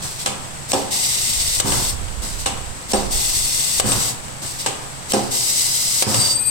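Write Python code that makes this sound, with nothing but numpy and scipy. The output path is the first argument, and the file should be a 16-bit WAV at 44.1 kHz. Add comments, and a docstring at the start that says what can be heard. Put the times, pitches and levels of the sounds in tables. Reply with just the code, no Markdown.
"""Pneumatic sachet packer

A sachet packer makes one bag every 2.2 s in a reverberant workshop with motor hum and a draught on the microphones.
In each cycle valves puff, a cylinder clacks on its stop, the sealing jaws thump shut, air blows off
and the jaws rumble open; near the end an air fitting close to the microphones starts a thin whistle.
Air is shaped noise; blows are short noise bursts plus ringing modes; squeaks, hum and whistle are wavering sines."""
import sys
import numpy as np
from scipy import signal
from scipy.fft import rfft, irfft, next_fast_len
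from scipy.io import wavfile

SR = 44100
rng = np.random.default_rng(int(sys.argv[2]) if len(sys.argv) > 2 else 0)


def store_pcm(level_fs):
    """Save levels as 16-bit WAV."""
    pcm = np.round(np.clip(level_fs, -1, 1) * 32767).astype(np.int16)
    wavfile.write(sys.argv[1], SR, np.atleast_2d(pcm).T)


N = 286635
TIME = np.arange(N) / SR
CUTOFF_HZ = 16150  # upper limit of the noises and of the microphones

# One row per bag: feed stops t/s, jaws shut t/s, jaws open t/s,
# trim of the short blasts level/dB, sealing air level/dB, its treble level/dB
CYCLES = [(0.2596, 0.7325, 1.5997, 0.5, -24.5, -1.5), (2.4593, 2.9338, 3.798, 0.5, -26.5, 1.5),
          (4.661, 5.1346, 6.023, 1.5, -28.5, 5)]
CUES = ("feed", "shut", "open")
# Air streams out while the jaws press the seam
SEAL_AIR_DELAY_S, SEAL_AIR_OVERRUN_S, SEAL_AIR_RISE_S, SEAL_AIR_FALL_S = 0.17, 0.01, 0.012, 0.0022

# Workshop noise and draught, relative spectra: f/Hz, level/dB
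SHOP_COLOUR = [(20, 2.5), (48, -11), (75, 1.5), (170, -3.5), (280, -10), (400, -12.5), (1000, -12),
               (2000, -17), (4000, -24), (8000, -23.5), (11000, -28.5), (16000, -36)]
DRAUGHT_COLOUR = [(20, 4), (48, 6), (90, -0.5), (150, -21), (400, -25), (2000, -80)]
# Draught on the microphones, relative strength: t/s, level/dB
DRAUGHT = [(1.1, -48), (1.36, -37), (1.9, -29.5), (2.7, -35), (2.82, -43.5), (3.15, -30), (3.57, -37.5),
           (3.66, -58), (3.72, -42), (4.0, -36), (4.02, -49), (4.2, -44)]
# Motor hum: f/Hz, level/dB
HUM = [(46.5, -47.5), (134.6, -40)]

# Air whistling at a fitting, relative strength: t/s, upper tones level/dB, lower tones level/dB
WHISTLE = [(6.15, -41, -40), (6.216, -25, -30), (6.246, -31, -28), (6.264, -28, -25.5), (6.282, -33, -34),
           (6.32, -30, -24.5), (6.35, -28, -38), (6.364, -20, -37), (6.38, -43, -27), (6.398, -25, -36),
           (6.416, -24, -57), (6.444, -34, -38), (6.474, -22.5, -42), (6.5, -21, -37)]
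# Tones of the whistle, relative strength within each group: f/Hz, level/dB
UPPER_TONES = [(8231, -1), (7639, -9)]
LOWER_TONES = [(4675, -2), (7639, -20)]
FAINT_TONES = [(2471, 3), (3935, -6), (12037, 6), (12656, 0)]
# Rod seals squeaking as the cylinders move: t/s, length t/s, f/Hz, level/dB
SQUEAKS = [(1.686, 0.022, 8500, -38), (1.722, 0.021, 8480, -35), (2.945, .02, 8450, -36),
           (3.865, 0.0082, 8540, -33), (3.886, 0.011, 8560, -30), (3.908, 0.015, 8600, -26)]

# Carriage running along its guides: cue, delay t/s, length t/s, level/dB, rise t/s, fall t/s, treble level/dB
RUNS = [("feed", -0.241, 0.031, -29, 0.009, 0.016, -1), ("shut", -0.043, 0.018, -29, 0.012, 0.011, -17),
        ("open", 0.0407, 0.13, -25, 0.0027, 0.089, 1.8)]
# Relative spectrum of the run: f/Hz, level/dB
RUN_COLOUR = [(40, -20), (80, -7), (115, 10), (165, -3.5), (208, 1), (260, -9), (390, -8.5), (600, -11.5),
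              (900, -9.5), (1400, -15), (2500, -27.5), (8000, -34)]

# Short air blasts from the valves, before each bag's trim:
# cue, delay t/s, length t/s, level/dB, rise t/s, fall t/s, treble level/dB
BLASTS = [("feed", -0.242, 0.022, -33.5, 0.007, 0.14, -0.54),
          ("feed", -0.078, 0.034, -30.5, 0.0085, 0.03, -3.5), ("shut", -0.052, 0.04, -27, 0.033, 0.0027, 1),
          ("shut", 0.0013, 0.035, -29.5, 0.0035, 0.098, -5.5),
          ("open", 0.049, 0.25, -29, 0.016, 0.027, 2.1)]
# Relative spectrum of the air: f/Hz, level/dB
AIR_COLOUR = [(300, -19.5), (1700, -16.5), (2030, 3), (2300, -2.5), (2750, -1), (4000, 1), (5500, 3),
              (8000, 0), (10000, -1.5), (12000, -1.5), (16000, -6)]

# Steel parts meeting their stops: cue, delay t/s, level/dB, decay t/s, treble level/dB
CLACKS = [("feed", -0.2, -43, 0.003, 1), ("feed", 0, -16, 0.0079, -1.1), ("feed", 0.009, -26, 0.033, -4),
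          ("shut", -0.0148, -20, 0.0011, 10), ("shut", 0, -22, 0.011, -0.9), ("open", 0, -13, 0.0038, 3.9),
          ("open", 0.12, -18.5, 0.0057, 4.1), ("open", 0.25, -26.5, 0.0036, 5.7),
          ("open", 0.483, -36, 0.0037, -6), ("open", 0.62, -37, 0.0045, 12)]
# Relative spectrum of the clacks: f/Hz, level/dB
CLACK_COLOUR = [(100, -20), (500, 13.5), (800, 3), (1150, 10), (1400, -7), (1650, 2.5), (2100, 2),
                (2950, 6), (3280, 2), (3600, 3.5), (4500, -1), (6300, 0), (9000, -2.5), (16000, -15)]
# Well-damped cylinder barrel and bracket, relative strength: f/Hz, level/dB, t60 t/s
BARREL = [(500, -4, .12), (780, -3, .06), (1000, -3, .045), (1180, -5, .035), (1340, -5, .035),
          (1600, -6, .03), (2790, -7, .015), (2990, -2, .02), (3560, -10, .015)]

# Blows on the frame, relative strength: cue, delay t/s, level/dB, contact cut-off f/Hz
SLAMS = [("feed", 0.0011, -27.5, 910), ("shut", 0, -14, 870), ("open", 0.043, -10, 194),
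         ("open", 0.079, -15, 180), ("open", 0.165, -25.5, 245)]
# Modes of the machine frame and of the jaw steel, relative strength: f/Hz, level/dB, t60 t/s
FRAME = [(114, -12, 1), (129.5, -19, 0.95), (206.9, -1.5, 0.41), (278.3, -4.5, 0.23), (328, -2.5, 0.13),
         (353.2, -4.5, 0.28), (392.6, 3.5, 0.14), (438, -6, 0.087), (528, 4.5, 0.15), (680, -8, 0.47),
         (742, -1.5, 0.088), (794, 5.5, 0.14), (880, -18, 0.074), (960, -33, 0.061), (1250, -5, .12)]
JAW_STEEL = [(5460, 5, 0.025), (6200, 0, 0.014), (4030, -31, 0.068), (8620, -6.5, .09)]
# Relative spectrum of the sheet panels: f/Hz, level/dB
PANEL_COLOUR = [(60, -32), (160, -22), (207, 10), (245, 0), (300, 2), (390, 0.5), (450, 3.5), (527, -4),
                (620, 1.5), (780, 5), (1200, -7.5), (2000, -19), (6000, -32)]
STRIKE_SPREAD_DB = 1.5  # chance in how hard each strike wakes each mode

# Likeness of the two sides in diffuse noise: f/Hz, left-right correlation
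LIKENESS = [(40, 0.67), (150, 0.65), (380, 0.23), (700, 0.42), (1300, -0.33), (2500, 0.057), (16000, -0.14)]
# Reverberation of the hall: f/Hz, t60 t/s
ROOM_T60 = [(100, 0.8), (500, 0.94), (1500, 1), (4000, 0.36), (8000, 0.37), (16000, 0.15)]


def from_db(db):
    """Decibels to gain."""
    return 10 ** (np.asarray(db) / 20)


def rms_one(x):
    """Scale to unit rms."""
    return x / np.sqrt(np.mean(x ** 2) + 1e-20)


def at_hz(points, hz):
    """Read a table on a log-frequency axis."""
    known_hz, values = np.transpose(points)
    return np.interp(np.log(np.maximum(hz, 1)), np.log(known_hz), values)


def drift(rate):
    """Slow chance with spread 1: white noise through two equal low-pass poles at rate Hz."""
    step, settle = 40, 2000  # samples per slow value, slow values dropped at the start
    r = np.exp(-2 * np.pi * rate * step / SR)
    white = rng.standard_normal(N // step + 2 + settle)
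    slow = signal.lfilter([1], [1, -2 * r, r * r], white)[settle:]
    return np.interp(np.arange(N) / step, np.arange(len(slow)), rms_one(slow))


def noise(colour, direct=0, left_lag_ms=0):
    """Stereo noise of rms 1: a diffuse part, alike in the bass, and a direct part with a lag between sides."""
    size = next_fast_len(N)
    hz = np.fft.rfftfreq(size, 1 / SR)
    mid, side, straight = rfft(rng.standard_normal((3, size))) * from_db(at_hz(colour, hz))
    alike = at_hz(LIKENESS, hz)
    diffuse = np.sqrt((1 + alike) / 2) * mid + np.sqrt((1 - alike) / 2) * side * [[1], [-1]]
    left = straight * np.exp(-2j * np.pi * hz * left_lag_ms / 1000)
    both = np.sqrt(1 - direct) * diffuse + np.sqrt(direct) * np.array([left, straight])
    return rms_one(irfft(both * (hz < CUTOFF_HZ), size)[:, :N])


def swell(start, end, rise, fall):
    """Builds up exponentially from start, dies away exponentially after end (all in s)."""
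    build_up = 1 - np.exp(-np.maximum(TIME - start, 0) / rise)
    die_away = np.exp(-np.minimum(np.maximum(TIME - end, 0) / fall, 60))
    return build_up * die_away


def bursts(rows, source, split_hz):
    """Swells of one noise, each with its own level and share of treble, summed in power."""
    low = signal.sosfilt(signal.butter(1, split_hz, fs=SR, output="sos"), source)
    low_power, high_power = np.zeros((2, N))
    for start, length, db, rise, fall, treble_db in rows:
        shape = from_db(db) * swell(start, start + length, rise, fall)
        low_power += shape ** 2
        high_power += (shape * from_db(treble_db)) ** 2
    return low * np.sqrt(low_power) + (source - low) * np.sqrt(high_power)


def ring(force, hz, t60):
    """A two-pole resonator: a unit click sets a decaying sine of starting height 1 ringing."""
    r = from_db(-60 / (t60 * SR))
    w = 2 * np.pi * hz / SR
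    return signal.lfilter([0, np.sin(w)], [1, -2 * r * np.cos(w), r * r], force + 1e-18)


def tone(hz, waver_hz, rate, phase_spread=5.5):
    """A wavering sine of rms 1 that reaches each microphone in a phase of its own (spread in rad)."""
    phase = 2 * np.pi * np.cumsum(hz + waver_hz * drift(rate)) / SR
    return np.sqrt(2) * np.sin(phase + phase_spread * rng.random((2, 1)))


def every_cycle(steps):
    """Play a list of cued steps once per bag; each row then starts with its time."""
    return [(cycle[CUES.index(cue)] + delay, *rest)
            for cycle in CYCLES
            for cue, delay, *rest in steps]


def workshop(x, even_share=0.06, even_s=0.15):
    """A reverberant tail of about a second at all pitches, plus the hall's tail, which dies sooner in the treble."""
    t = TIME[:SR]
    hz = np.arange(SR // 2 + 1)  # one second of response gives 1 Hz bins
    white = rfft(rng.standard_normal((2, SR)))
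    edges_hz = [0, 250, 700, 1800, 3500, 6000, 10000, SR]
    even = np.exp(-t / even_s) * np.sqrt(2 / even_s / SR)
    response = 0
    for low, high in zip(edges_hz, edges_hz[1:]):
        t60 = at_hz(ROOM_T60, (low + min(high, CUTOFF_HZ)) / 2)
        hall = np.exp(-np.log(1000) * t / t60) * np.sqrt(2 * np.log(1000) / SR)
        envelope = np.sqrt(even_share * even ** 2 + (1 - even_share) * hall ** 2)
        response = response + irfft(white * ((hz >= low) & (hz < high)), SR) * envelope
    fade_in = np.minimum(t / 0.002, 1)
    return signal.fftconvolve(x, response * fade_in, axes=1)[:, :N]


def background(shop_db=-33.0, draught_db=6.0, hum_waver_db=0.2, restless_db=0.5):
    """Workshop noise, motor hum and a draught buffeting the microphones."""
    hum = sum(from_db(db + hum_waver_db * drift(9.8)) * tone(hz, waver_hz=5.93, rate=9.8, phase_spread=1.0)
              for hz, db in HUM)
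    s, level_db = np.transpose(DRAUGHT)
    gusts = np.interp(TIME, s, from_db(level_db + draught_db), left=0, right=0)
    shop = from_db(shop_db + restless_db * drift(24)) * noise(SHOP_COLOUR)
    return shop + hum + gusts * noise(DRAUGHT_COLOUR)


def whistle(flutter_db=2.5, rush_db=-35, upper_db=-7, lower_db=1.0, faint_db=-47):
    """A rush of air narrows into edge tones that swell and fade independently; faint ones join in last."""
    s, upper, lower = np.transpose(WHISTLE)
    rush = noise([(3000, -40), (4400, -34), (4850, 2), (5400, -7), (7500, -40)])  # f/Hz, level/dB
    out = from_db(rush_db) * swell(5.23, 6.3, rise=0.27, fall=0.018) * rush
    levels = (np.interp(TIME, s, from_db(upper + upper_db), left=0),
              np.interp(TIME, s, from_db(lower + lower_db), left=0),
              from_db(faint_db) * swell(6.35, 6.8, rise=0.04, fall=0.047))
    for level, tones in zip(levels, (UPPER_TONES, LOWER_TONES, FAINT_TONES)):
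        chord = sum(from_db(db) * tone(hz, waver_hz=14.8, rate=51.3, phase_spread=2.5) for hz, db in tones)
        out = out + level * from_db(flutter_db * drift(47)) * chord
    return out


def squeaks():
    """Rubber seals stick and sing for a moment: short wavering sines."""
    return sum(from_db(db) * swell(s, s + length, 0.00096, 0.0018) * tone(hz, waver_hz=50, rate=113)
               for s, length, hz, db in SQUEAKS)


def carriage():
    """The moving carriage shakes the cabinet: swells of mostly low noise."""
    return bursts(every_cycle(RUNS), noise(RUN_COLOUR, direct=0.33), split_hz=620)


def valve_openings():
    """Each cycle has its short blasts and one long stream of air from the pressed seam until the jaws open."""
    rows = []
    for feed, shut, opens, blast_db, seal_db, seal_treble_db in CYCLES:
        at = dict(zip(CUES, (feed, shut, opens)))
        for cue, delay, length, db, *shape in BLASTS:
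            rows.append((at[cue] + delay, length, db + blast_db, *shape))
        start = shut + SEAL_AIR_DELAY_S
        length = opens + SEAL_AIR_OVERRUN_S - start
        rows.append((start, length, seal_db, SEAL_AIR_RISE_S, SEAL_AIR_FALL_S, seal_treble_db))
    return rows


def exhaust(flutter_db=0.88, echo_s=0.001122, echo_gain=0.25, sway=0.062):
    """Turbulent jets from the valve ports; a cabinet echo ripples their colour as the microphones sway."""
    air = noise(AIR_COLOUR, direct=0.21, left_lag_ms=0.2205)
    jet = bursts(valve_openings(), air, split_hz=4400) * from_db(flutter_db * drift(26))
    earlier = TIME - echo_s * (1 + sway * drift(0.59))
    echo = np.array([np.interp(earlier, TIME, side) for side in jet])
    return jet + echo_gain * echo


def clacks(contact_s=0.0014, rise_s=0.00056, rattle_db=2.0, barrel_db=-5, seat_s=0.002038):
    """Hard contacts wake a dense, quickly damped cloud of steel modes; as the piston seats, the barrel rings."""
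    hits = every_cycle(CLACKS)
    rows = [(s, contact_s, db, rise_s, decay, treble_db) for s, db, decay, treble_db in hits]
    cloud = noise(CLACK_COLOUR, direct=0.13, left_lag_ms=-0.288)
    out = bursts(rows, cloud, split_hz=12000) * from_db(rattle_db * drift(300))
    heard = [hit for hit in hits if (hit[0] + seat_s) * SR < N]
    s, db, _, treble_db = np.transpose(heard)
    seats = ((s + seat_s) * SR).astype(int)
    for hz, mode_db, t60 in BARREL:
        chance_db = rng.normal(0, STRIKE_SPREAD_DB, len(s))
        force = np.zeros(N)
        # light, bright contacts barely move the barrel
        force[seats] = from_db(db - treble_db + barrel_db + mode_db + chance_db)
        out = out + ring(force, hz, t60) * rng.choice([-1, 1], (2, 1))
    return out


def jaws(frame_db=-5.0, panel_db=-1, panel_hz=600, panel_decay_s=0.058,
         bounce_s=0.015, bounce_db=-8, steel_db=-1, steel_hz=1000, count=4):
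    """The jaws hit and bounce; the frame rings, sheet panels clatter and hard blows make the steel ping."""
    s, db, contact_hz = np.array(every_cycle(SLAMS)).T[:, :, None]

    def strength(hz):
        """A soft contact hardly excites what lies above its cut-off."""
        return db - 20 * np.log10(1 + (hz / contact_hz) ** 2)

    rows = [(at, 0.006, level + panel_db, 0.0015, panel_decay_s, 0)
            for at, level in zip(s[:, 0], strength(panel_hz)[:, 0])]
    out = bursts(rows, noise(PANEL_COLOUR, direct=0.21), split_hz=1000)

    touch = np.arange(count)  # 0 is the blow itself, the rest are bounces
    times = s + bounce_s * touch * rng.uniform(0.705, 1.3, (len(s), count))
    for hz, mode_db, t60 in FRAME:
        chance_db = rng.normal(0, STRIKE_SPREAD_DB, times.shape)
        force = np.zeros(N)
        force[(times * SR).astype(int)] = from_db(
            strength(hz) + frame_db + mode_db + bounce_db * touch + chance_db)
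        out = out + ring(force, hz, t60) * rng.choice([-1, 1])

    ping = np.zeros(N)
    ping[(s * SR).astype(int)] = from_db(strength(steel_hz) + steel_db)
    return out + sum(from_db(mode_db) * ring(ping, hz, t60) for hz, mode_db, t60 in JAW_STEEL)


def scene(air_room_db=-9, clack_room_db=-1, jaw_room_db=-3, carriage_room_db=-5):
    """The air jets are near and fairly dry; the blows fill the hall."""
    behind = background() + whistle()
    run = carriage()
    air = exhaust() + squeaks()
    steel = clacks()
    slam = jaws()
    sent = from_db(air_room_db) * air + from_db(clack_room_db) * steel
    sent = sent + from_db(jaw_room_db) * slam + from_db(carriage_room_db) * run
    return behind + run + air + steel + slam + workshop(sent)


def port(x, hz, width_hz, boost_db):
    """The cavity in front of a microphone lifts one band."""
    b, a = signal.iirpeak(hz, hz / width_hz, fs=SR)
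    return x + (from_db(boost_db) - 1) * signal.lfilter(b, a, x)


def record(dry):
    """Two unlike microphones: the left thin with a sharp treble peak, the right full with a broad presence lift."""
    bass_cut_hz, bass_left_db = 370, -18
    bass = signal.sosfilt(signal.butter(1, bass_cut_hz, fs=SR, output="sos"), dry[0])
    thin = dry[0] - (1 - from_db(bass_left_db)) * bass
    left = port(thin, hz=8086, width_hz=724, boost_db=17.0)
    right = port(dry[1], hz=4440, width_hz=2580, boost_db=7.5)
    clipped = np.clip([left, right], -0.88, 0.88)
    low_pass = signal.ellip(12, 0.1, 90, CUTOFF_HZ, fs=SR, output="sos")
    return signal.sosfilt(low_pass, clipped)


dry = scene()
out = record(dry)
store_pcm(out)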